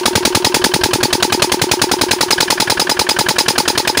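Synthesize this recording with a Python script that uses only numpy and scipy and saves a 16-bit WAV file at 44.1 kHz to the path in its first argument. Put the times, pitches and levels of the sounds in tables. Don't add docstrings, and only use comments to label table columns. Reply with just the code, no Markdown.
import sys
import numpy as np
from scipy.fft import rfft, irfft, next_fast_len
from scipy.io import wavfile
from scipy.ndimage import map_coordinates

SR = 44100
rng = np.random.default_rng(int(sys.argv[2]) if len(sys.argv) > 2 else 0)


def int16_out(signal):
    q = np.round(np.clip(np.atleast_2d(signal).T, -1, 1) * 32767)
    wavfile.write(sys.argv[1], SR, q.astype(np.int16))


N = 176400
CYCLE_S = 0.098


def amp(db):
    return 10 ** (np.asarray(db) / 20)


def filtered(x, response):
    size = next_fast_len(N + 8192)
    return irfft(rfft(x, size) * response(np.fft.rfftfreq(size, 1 / SR)), size)[:N]


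def noise(spectrum):
    points_hz, db = np.transpose(spectrum)
    colour = lambda hz: amp(np.interp(np.log(hz + 1), np.log(points_hz), db))
    x = filtered(rng.standard_normal(N), colour)
    return x / x.std()


def level(db, turn_db):
    # time_s, turn_fraction (0 over the engine, 1 facing the field)
    turn = [(0, 0), (1.5, 0), (2.0, 0.12), (2.5, 1), (4, 1)]
    return amp(db + turn_db * np.interp(np.arange(N) / SR, *np.transpose(turn)))


def each_cycle(moment_s, scatter_db, jitter_s):
    # cycle_count, time_s
    firing_times = [(-1, -.0413), (10, 1.03), (14, 1.4203), (17, 1.7134), (17.45, 1.7574), (17.5, 1.7673),
                    (20, 2.012), (27, 2.6982), (30, 2.9916), (42, 4.168)]
    count, time_s = np.transpose(firing_times)
    cycles = np.arange(count[0], count[-1])
    chance = rng.standard_normal((len(cycles), 2))
    starts = np.interp(cycles + moment_s / CYCLE_S, count, time_s) + jitter_s * chance[:, 0]
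    t = np.arange(N) / SR
    last = np.searchsorted(starts, t) - 1
    age = np.where(last < 0, t - starts[0] + CYCLE_S, t - starts[last])
    return np.abs(age), amp(scatter_db * chance[last, 1])


def envelope(age, attack, hold, t60):
    return np.clip(age / attack, 0, 1) * amp(-60 * np.maximum(age - attack - hold, 0) / t60)


def ring(age, hz, t60):
    return np.sin(2 * np.pi * hz * age) * amp(-60 * age / t60) * (1 - np.exp(-2 * hz * age))


def water():
    # frequency_hz, level_db
    rush_spectrum = [(20, -10), (60, -10), (120, 1), (400, 1), (1000, 5), (2500, -0.5), (5000, -8),
                     (9000, -14), (15000, -35)]
    return noise(rush_spectrum) * level(-34, turn_db=1)


def intake():
    # frequency_hz, level_db, t60_s
    pipe_modes = [(362.5, 0, 0.39), (925, -9, 0.16)]
    age, gain = each_cycle(0.052, scatter_db=0.77, jitter_s=0.00006)
    pipe = sum(amp(db) * ring(age, hz, t60) for hz, db, t60 in pipe_modes)
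    return pipe * gain * envelope(age, attack=0.0014, hold=0.029, t60=0.066) * level(-13.5, turn_db=-5)


def knock():
    # start_s, level_db, tilt_db_per_octave
    blows = [(0.075, -7.5, 4), (0.0765, 1, 0), (0.0794, -1, 0.5), (0.0805, -10, 4), (0.085, -8.5, -6)]
    # frequency_hz, level_db, t60_s, turn_db
    block_modes = [(1020, 1.5, 0.031, -4.5), (1136, 1.5, 0.018, 2), (1560, -9.5, 0.027, 13.5),
                   (1676, -6, 0.02, 14.5), (2380, -11, 0.028, 10), (2740, -3, 0.02, 0),
                   (3040, -4, 0.036, 0.5), (4270, -2, 0.012, -11)]
    # frequency_hz, level_db
    rattle_spectrum = [(200, 2), (700, -2), (1050, -10), (1300, -3), (1600, 8), (2000, -10.5), (3000, -3.5),
                       (3700, -9.5), (5000, -7), (8000, -29), (9500, -14.5), (13000, -36)]
    block = np.zeros(N)
    for start_s, blow_db, tilt_db in blows:
        age, gain = each_cycle(start_s, scatter_db=1.6, jitter_s=0.00017)
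        for hz, db, t60, turn_db in block_modes:
            mode_db = blow_db + db + tilt_db * np.log2(hz / 1600)
            block += gain * level(mode_db, turn_db) * ring(age, hz, t60)
    age, gain = each_cycle(0.071, scatter_db=2.5, jitter_s=0.00018)
    rattle = noise(rattle_spectrum) * gain * envelope(age, attack=0.0029, hold=0.0073, t60=0.043)
    return amp(-21.5) * block + rattle * level(-23.5, turn_db=1.5)


def exhaust():
    # frequency_hz, level_db
    blast_spectrum = [(60, -8), (200, -10), (320, 1), (600, -2), (1300, -0.5), (2000, -1), (3300, -3),
                      (4000, 0.5), (4800, 0.5), (5800, -4.5), (7900, -11), (9200, -7), (11500, -17),
                      (13500, -27), (15000, -9), (16000, -29)]
    hiss_spectrum = [(60, -19), (300, -8), (700, -9.5), (1300, -8.5), (2200, -5), (3400, -4.5),
                     (4300, -3.5), (5000, 1.5), (5600, -2), (6600, -3), (7900, -11.5), (9500, -5),
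                     (11500, -13.5), (13500, -20.5), (15000, -10), (16000, -12)]
    puff_spectrum = [(20, -33), (50, -28), (85, 4), (160, 3), (300, -2), (600, -15.5), (2000, -60)]
    lead_s = 0.002
    age, gain = each_cycle(-lead_s, scatter_db=0.7, jitter_s=0)
    widths = (age - lead_s) / 0.0003
    front = -widths * np.exp(-widths ** 2 / 2) * gain * level(-2, turn_db=-0.5)
    age, gain = each_cycle(0, scatter_db=0.72, jitter_s=0)
    blast = noise(blast_spectrum) * envelope(age, attack=0.0019, hold=0.0058, t60=0.016)
    hiss = noise(hiss_spectrum) * envelope(age, attack=0.0032, hold=0.019, t60=0.15)
    jet = gain * shell(blast * level(-6.5, turn_db=-1) + hiss * amp(-16))
    age, gain = each_cycle(0.0012, scatter_db=0.7, jitter_s=0)
    puff = noise(puff_spectrum) * gain * envelope(age, attack=0.0095, hold=0.002, t60=0.038)
    return front + jet + puff * level(-16.5, turn_db=-4.5)


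def shell(x, ripple_db=1.5, width_hz=130):
    knots = rng.standard_normal(1000)
    ripple = lambda hz: map_coordinates(knots, [hz / width_hz], mode="reflect")
    return filtered(x, lambda hz: amp(ripple_db * ripple(hz) * np.clip(hz / 2500, 0, 1)))


def tappet():
    # frequency_hz, level_db, t60_s
    cover_modes = [(4000, -3, 0.047), (4540, -2.5, 0.046), (4706, -13, 0.043), (5007, 1, 0.044),
                   (5230, -15.5, 0.059)]
    cover = np.zeros(N)
    for hz, db, t60 in cover_modes:
        age, gain = each_cycle(0.0185, scatter_db=4.5, jitter_s=0.00067)
        band = noise([(hz * 0.9, -50), (hz * 0.975, -5), (hz, 0), (hz * 1.025, -5), (hz * 1.1, -50)])
        cover += amp(db) * gain * band * envelope(age, attack=0.00073, hold=0.0078, t60=t60)
    return cover * level(-26, turn_db=6)


def hoot():
    start_hz, end_hz, sink_s = 891, 832, 0.012
    age, gain = each_cycle(0.0212, scatter_db=1.16, jitter_s=0.0001)
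    swell = envelope(age, attack=0.00059, hold=0.0044, t60=0.0092) * level(-15, turn_db=0.5)
    growth = amp(3.7 * np.minimum(age / 0.0062, 1))
    ring_out = envelope(age, attack=0.0068, hold=0.0015, t60=0.058) * level(-18.5, turn_db=1.5)
    periods = end_hz * age + (start_hz - end_hz) * sink_s * np.tanh(age / sink_s)
    return np.sin(2 * np.pi * periods) * (swell * growth + ring_out) * gain


def pop():
    centre_s, lead_s = 0.0268, 0.004
    age, gain = each_cycle(centre_s - lead_s, scatter_db=0.65, jitter_s=0.0001)
    offset_s = age - lead_s
    width_s = np.where(offset_s < 0, 0.0007, 0.0025)
    pulse = np.exp(-(offset_s / width_s) ** 2 / 2)
    body = np.cos(2 * np.pi * 325 * offset_s) * level(-7, turn_db=-6)
    edge = np.cos(2 * np.pi * 480 * offset_s) * level(-18, turn_db=4)
    return -gain * pulse * (body + edge)


def scene():
    return (water() + intake() + knock() + exhaust() + tappet() + hoot() + pop())[None]


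def record(dry):
    low_cut_hz, top_hz = 45, 15650
    ceiling, hardness = 0.97, 5
    x = filtered(dry[0], lambda hz: hz ** 2 / np.sqrt(hz ** 4 + low_cut_hz ** 4))
    x = x / (1 + np.abs(x / ceiling) ** hardness) ** (1 / hardness)
    return filtered(x, lambda hz: hz < top_hz)[None]


dry = scene()
out = record(dry)
int16_out(out)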